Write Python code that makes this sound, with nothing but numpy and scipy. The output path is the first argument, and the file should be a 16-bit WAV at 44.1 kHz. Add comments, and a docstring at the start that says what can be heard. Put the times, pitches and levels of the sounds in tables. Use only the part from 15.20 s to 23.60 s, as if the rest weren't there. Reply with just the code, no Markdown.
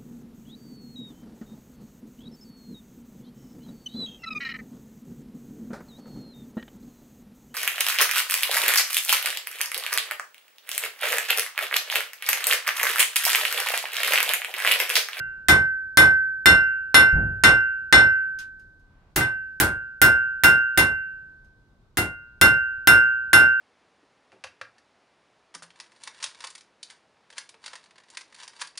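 """A forge murmurs low in a log-walled smithy, shaped noise with a faint rustle, while a hand hammer
forges hot steel on an anvil. A run of seven blows comes first, and something heavy lands on the floor
during it; then light ticks of metal, a run of five with a bounce onto the bare anvil after its first
blow, one more tick and a run of four. Each blow is a knock, echoing noise, a thud of the stump and the
decaying modes of anvil and hammer head. Two microphone ports hear it all through a limiter."""
import sys
import numpy as np
from scipy import signal
from scipy.fft import rfft, irfft
from scipy.io import wavfile
from scipy.ndimage import uniform_filter1d

SR = 44100
rng = np.random.default_rng(int(sys.argv[2]) if len(sys.argv) > 2 else 0)


def digitize_waveform(pressure):
    """Quantize a signal to 16-bit integers and store it at the path in sys.argv[1].

    Rows of a 2-D input are taken as channels; values are limited to [-1, 1].
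    """
    field = np.atleast_2d(pressure).T
    bounded = np.clip(field, -1, 1)
    quanta = np.round(bounded * 32767).astype(np.int16)
    wavfile.write(sys.argv[1], SR, quanta)


N = 370440


def gain_of(db):
    """Turns dB into a gain on amplitude."""
    return 10 ** (np.asarray(db) / 20)


def evened(x):
    """Scales to rms 1."""
    return x / np.sqrt(np.mean(x ** 2) + 1e-20)


def read(points, hz):
    """Reads a table of (f/Hz, value) along log frequency."""
    f, value = np.transpose(points)
    return np.interp(np.log(hz + 1), np.log(f + 1), value)


def add(mix, s, sound):
    """Adds a sound at a time in s; what lies before zero is dropped."""
    at = round(s * SR)
    part = mix[:, max(at, 0):at + sound.shape[1]]
    part += sound[:, max(-at, 0):][:, :part.shape[1]]


# how alike diffuse sound is at the two ports: f/Hz, left-right likeness (0..1)
LIKENESS = [(60, 0.9), (180, 0.95), (550, 0.76), (1650, 0.14), (4970, 0.085), (15000, 0.023)]


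def noise(size, colour_db):
    """Noise for two ports, sharing more of its sound in the bass, shaped by a function of Hz; rms 1."""
    hz = np.fft.rfftfreq(size, 1 / SR)
    left, other = rfft(rng.standard_normal((2, size)))
    same = np.clip(read(LIKENESS, hz), 0, 1)
    right = same * left + np.sqrt(1 - same ** 2) * other
    return evened(irfft(np.array([left, right]) * gain_of(colour_db(hz)), size))


# decay of the noisy sounds' tails, shortest in the top treble, before each sound's own stretch: f/Hz, t60/s
TAIL_DECAY = [(60, 0.38), (200, 0.21), (600, 0.28), (2000, 0.24), (5000, 0.18), (9000, 0.19), (12500, 0.13),
              (15500, 0.11)]
# how slowly the echoes fill in: f/Hz, time constant/s
ECHO_BUILD = [(60, 0.033), (300, 0.044), (1500, 0.0023), (6000, 0.0015)]


def echoes(x, stretch, edge_db):
    """Shapes steady noise into the sharp edge of a contact and its echoes, which fill in and die band by band."""
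    hz, t, z = signal.stft(x, SR, nperseg=256, noverlap=192)
    fill = 1 - np.exp(-(t + 0.0073) / read(ECHO_BUILD, hz)[:, None])
    t60 = np.maximum(stretch * read(TAIL_DECAY, hz), .02)[:, None]
    # the end of the tail falls quicker than its start
    fade_db = -60 * (t / t60) ** 1.199
    tail = signal.istft(z * fill * gain_of(fade_db), SR, nperseg=256, noverlap=192)[1][:, :x.shape[1]]
    # the direct edge carries little bass and meets both ports alike
    bright = uniform_filter1d(np.diff(x.mean(0), prepend=0), size=3)
    edge = bright * np.exp(-np.arange(x.shape[1]) / SR / 0.0012)
    return tail + gain_of(edge_db) * edge


def ring(hz, db, t60, pan_db, lead, rise, turn):
    """One decaying mode, reaching the two ports with its own balance and phase; turn is its start in cycles."""
    t = np.arange(round(min(1.4, 1.5 * t60) * SR)) / SR
    side = np.array([[.5], [-.5]])
    out = np.zeros((2, round(1.4 * SR)))
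    tone = np.sqrt(2) * np.sin(2 * np.pi * (hz * t + turn) + side * lead)
    fade = gain_of(db + side * pan_db - 60 * t / t60)
    add(out, 0, tone * fade * (1 - np.exp(-t / rise)))
    return out


# spectrum of the fire's murmur: f/Hz, relative level/dB per Hz
FORGE_COLOUR = [(15, -32), (25, -1.5), (80, -5.5), (141, -10), (175, -13), (591, -26.5), (1100, -35.5),
                (1560, -28.5), (1790, -53.5), (3820, -38.5), (16000, -60.5)]
FORGE_DB = -58
# how the faint rustle comes and goes: t/s, level/dB
RUSTLE_LEVEL = [(0, -73), (3.301, -85.5), (3.6, -77), (3.749, -68), (3.9, -67.5), (4.002, -83), (8.4, -68)]
# spectrum of the rustle: f/Hz, relative level/dB per Hz
RUSTLE_COLOUR = [(150, -21.5), (330, -2.5), (1000, 6), (3000, -8.5), (6000, -34.5)]


def forge():
    """The fire's low murmur is bass-heavy noise of slowly wandering level; a rustle passes over it."""
    smooth = uniform_filter1d(rng.standard_normal(N), size=2500)
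    lumps = evened(uniform_filter1d(smooth, size=2500))
    murmur = gain_of(FORGE_DB + 0.5 * lumps) * noise(N, lambda hz: read(FORGE_COLOUR, hz))
    rustle_db = np.interp(np.arange(N) / SR, *np.transpose(RUSTLE_LEVEL))
    rustle = noise(N, lambda hz: read(RUSTLE_COLOUR, hz) - 40 * (hz > 8000))
    return murmur + gain_of(rustle_db) * rustle


# spectrum of the floor's rumble: f/Hz, relative level/dB per Hz
FLOOR_COLOUR = [(18, -31.5), (30, -20), (81, 1), (193, -13), (240, -16.5), (400, -24), (700, -30.5),
                (1300, -42.5), (1690, -76.5), (2860, -120)]


def bump(db):
    """A heavy landing gives the floorboards a fast-dying low push, and they rumble."""
    t = np.arange(30000) / SR
    push = -np.sin(2 * np.pi * 55 * t) ** 3 * np.exp(-t / 0.028)
    rumble = echoes(noise(30000, lambda hz: read(FLOOR_COLOUR, hz)), stretch=1.8, edge_db=-9.0)
    rumble = rumble * (1 - np.exp(-(t / .004) ** 2))  # soft start
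    return gain_of(db + 7.5) * push + gain_of(db + 1.0) * rumble


# spectrum of a light contact: f/Hz, relative level/dB per Hz
TOUCH_COLOUR = [(700, -12), (1200, 0), (2500, 1), (5500, 3), (9000, -6.5), (13500, -7), (15000, -28)]
# modes of the tongs: f/Hz, relative level/dB, t60/s
TONGS_MODES = [(2757, -8, .2), (5150, 0, .07), (6450, 0, .08), (9227, -8, .1)]


def tick(db):
    """A light touch of metal: a small click, the tongs' short ring and the echoes."""
    out = sum(ring(hz, db + ring_db - 5, t60, 0, 0, rise=.001, turn=rng.random())
              for hz, ring_db, t60 in TONGS_MODES)
    click = echoes(noise(11025, lambda hz: read(TOUCH_COLOUR, hz)), stretch=0.87, edge_db=7)
    add(out, 0, gain_of(db - 0.5) * click)
    return out


# modes of the wooden stump: f/Hz, relative level/dB, t60/s
STUMP_MODES = [(66.5, -9.5, 0.23), (309.3, -3.5, 0.28), (359.3, -6, 0.27), (728, -9.5, .3),
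               (814, -10, 0.28)]


def stump_thud(force_db):
    """The stump under the anvil thuds in a few low, heavily damped modes."""
    return sum(ring(hz, db - 22.5 + force_db, t60, 0, 0, rise=0.0031, turn=rng.random())
               for hz, db, t60 in STUMP_MODES)


# anvil modes, one list a family that rings together:
# f/Hz, relative level/dB, t60/s, left-right balance/dB, left's phase lead/rad
ANVIL_FAMILIES = [
    [(1542, 4, 1.0, -2.5, -1.0)],
    [(1422, 4, .78, 3, -.2)],
    [(1631.5, 0, .65, -8, -1.5)],
    [(2757, 4, .5, -13, .6)],
    [(2050, 5.5, .2, -1, 1.9), (2061, 2.5, .39, 3, -2.65)],
    [(5341, 4, .245, -7, 0), (3896, -6, .25, 7, -1), (4085, -4, .2, 9, -2.2), (4220, 3, .215, 4, -1.1)],
    [(3598, 5, .2, 3, 1.8), (2955, -2, .27, 0, -2.9), (3538, -6, .2, 8, 2.7)],
    [(5375, 4, .225, -3, .5), (6538, -8, .18, 1, -1.2), (7309, -4, .19, 6, -2.7), (8042, -10, .19, -1, 0),
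     (8614, -3, .225, 1, -.2), (8788, -6, .2, 2, -3)],
]
# how each anvil family answers a blow: level/dB, share of the ring (dB per dB), slope along the face
# (dB per step), slope across it (dB per step), further slope on the near side of the middle (dB per step along)
FAMILY_ANSWER = [(-14, 1, 0, 0, 0), (-23, 1, 10, 0, 0), (-27.5, .8, 5, -4, 2), (-28.5, .83, 6, 2, 7),
                 (-17.8, .71, 0, 6.9, 0), (-33.6, 1.17, 0, 14, 0), (-23, .98, 0, 10, 0),
                 (-26.5, 1.2, 2, 2.5, 1)]


def anvil_ring(out, ring_db, along, across, overtone_db):
    """The spot struck sets how strongly each family of anvil modes is driven."""
    families_db = [db + share * ring_db + a * along + b * across + c * min(along, 0)
                   for db, share, a, b, c in FAMILY_ANSWER]
    families_db[3] += overtone_db  # the bright overtone
    for family_db, modes in zip(families_db, ANVIL_FAMILIES):
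        turn = rng.random()  # a family sets off in step, so its close pair always beats alike
        for k, (hz, db, *rest) in enumerate(modes):
            # the lesser modes of the larger families vary by chance from blow to blow
            chance_db = 1.5 * rng.standard_normal() * (k > 0 and len(modes) > 2)
            out += ring(hz, db + family_db + chance_db, *rest, rise=0.007, turn=turn)


# modes of the hammer head: f/Hz, relative level/dB, t60/s, balance/dB and lead/rad before each blow's swing
HEAD_MODES = [(11144, 5, .145, -1, 0), (9228, -9, .17, 4, -.9), (9423, -14, .24, 3, -2.1),
              (10323, -12, .23, -4, -2.8), (12840, -14, .15, 3, -2.7), (13018, -12, .16, -4, -.7)]


def head_ring(out, head_db):
    """The hammer head rings high, and turns as it rebounds, which shifts its balance and phase."""
    for hz, db, t60, pan_db, lead in HEAD_MODES:
        chance_db, swing = rng.standard_normal(2)
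        out += ring(hz, db + head_db + 1.3 * chance_db, t60, pan_db + 4.0 * swing, lead + swing,
                    rise=0.018, turn=rng.random())


# basic spectrum of the blow's noise: f/Hz, relative level/dB per Hz
BLOW_COLOUR = [(25, -24), (45, -8), (90, 1), (200, -2.5), (345, -4), (900, -6), (1500, -4), (2100, -11.5),
               (2700, -15.5), (3600, -16.5), (7000, -22.5), (10000, -18.5), (13000, -20.5), (16000, -21)]
# tilt added to that spectrum: f/Hz, level/dB, then shares of force, ring and sparkle (dB per dB)
BLOW_TILT = [(150, -18, 2.4, 0.013, -0.15), (707.6, -21.5, 0.64, 0.36, -.1),
             (2930, -17.5, 0.6, 0.38, -0.25), (8584, -17.5, 1.1, 0.12, -.05), (13300, -23, 0.6, 0.1, 0.8)]


def blow_noise(force_db, sparkle_db, ring_db):
    """The crack is noise tinted by force, ring and sparkle, echoing round the room."""
    tilt = [(hz, db + a * force_db + b * ring_db + c * sparkle_db) for hz, db, a, b, c in BLOW_TILT]

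    def colour_db(hz):
        return read(BLOW_COLOUR, hz) + read(tilt, hz)

    # noise() evens the level out, so the spectrum's own level is put back
    level = np.sqrt(np.mean(gain_of(colour_db(np.fft.rfftfreq(22050, 1 / SR))) ** 2))
    return gain_of(23.5) * level * echoes(noise(22050, colour_db), stretch=1.109, edge_db=12)


def knock(db):
    """The contact itself is a very short 1850 Hz burst, alike at both ports."""
    t = np.arange(300) / SR
    return gain_of(db) * np.sin(2 * np.pi * 1850 * t)[None] * np.exp(-t / 0.0012)


KNOCK_DB, KNOCK_FORCE, KNOCK_RING = -3.73, 0.81, .38  # level/dB, then shares of force and ring (dB per dB)


def blow(force_db, sparkle_db, ring_db, along, across, head_db, overtone_db, sharp_db=0):
    """Hammer, steel, anvil and stump sound together: thud, modes, echoing noise and knock."""
    out = stump_thud(force_db)
    anvil_ring(out, ring_db, along, across, overtone_db)
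    head_ring(out, head_db)
    add(out, 0, blow_noise(force_db, sparkle_db, ring_db))
    add(out, 0, knock(KNOCK_DB + KNOCK_FORCE * force_db + KNOCK_RING * ring_db + sharp_db))
    return out


# something heavy lands on the floor: t/s, relative level/dB
FLOOR_BUMPS = [(1.928, -23.5), (1.9545, -20.5)]
# light touches of metal: t/s, relative level/dB
METAL_TICKS = [(3.1878, -42.5), (3.201, -50), (3.396, -67), (3.595, -77), (3.9597, -30.5), (6.246, -72.5)]
# the hammer bounces onto the bare anvil: columns as in HAMMER_BLOWS, then extra sharpness of the knock/dB
HAMMER_BOUNCES = [(4.0095, -23, -15, -13, -.6, -.4, -57.5, -8, 12)]
# hammer blows: t/s, force/dB, treble sparkle/dB, ring passed through the steel into the anvil/dB,
# spot struck along the face and across it (steps from the middle), ring of the hammer head/dB,
# extra level of the anvil's bright overtone, its fourth family/dB
HAMMER_BLOWS = [(-0.2, 1.5, -4, -7, -0.029, 0.65, -29, 1), (0.2846, 0, 2, -1.5, -1.3, .15, -36.5, -3),
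                (0.7725, 0.5, 2.5, 2.5, -1.48, 0.09, -17.5, -3), (1.2581, 0.5, 3, 1.5, -0.1, 0.62, -24, 2),
                (1.744, -1, -7.5, 2.5, -0.3, 0.52, -14.5, 1), (2.2373, 0, -5, 0.5, .05, 0.24, -29, 0),
                (2.726, 0, -7.5, 3, -0.58, 0.52, -31, -1), (3.9622, -1, 4.5, -20, 0.2, 0.088, -42, 3.5),
                (4.4007, -0.5, 8, -12, 0.46, -0.98, -41.5, -7), (4.8166, 0, 12, -1, 0.47, -0.43, -27, -3.5),
                (5.2362, -1, 9.5, -1.5, .7, -0.23, -24, 2), (5.5754, -1, 4, -7.5, -0.12, 0.35, -26, 6),
                (6.7718, -2, 2.5, -24, 1.46, 1.07, -31, 2), (7.2134, 0, 6, -2, 0.56, 0.19, -20.5, 3),
                (7.6732, -0.5, 7.5, 2, .65, -0.34, -18.5, 1),
                (8.1318, -1.5, 0.5, 2, 0.48, -0.29, -14.5, 1.5)]


def scene():
    """The forge lies underneath, and each table's contacts are laid over it at their times."""
    mix = forge()
    for table, source in ((FLOOR_BUMPS, bump), (METAL_TICKS, tick),
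                          (HAMMER_BOUNCES, blow), (HAMMER_BLOWS, blow)):
        for s, *row in table:
            add(mix, s, source(*row))
    return mix


def record(dry):
    """A limiter turns loud sound down and lets go steadily; then peaks clip and the top is band-limited."""
    threshold_db, release_db_per_s, edge_hz = -9.5, 190.0, 15900
    power = signal.lfilter([.02], [1, -.98], (dry ** 2).mean(0))
    power_db = 10 * np.log10(power + 1e-12)
    fall = np.arange(N) * release_db_per_s / SR
    held_db = np.maximum.accumulate(power_db + fall) - fall  # jumps up with a peak, then slides down
    over_db = np.maximum(held_db - threshold_db, 0)
    cut_db = 0.61 * signal.lfilter([.03], [1, -.97], over_db)
    limited = np.clip(dry / gain_of(cut_db), -1, 1)
    low_pass = signal.firwin(301, edge_hz, window=("kaiser", 12), fs=SR)
    return signal.oaconvolve(limited, low_pass[None], "same")


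dry = scene()
out = record(dry)
digitize_waveform(out)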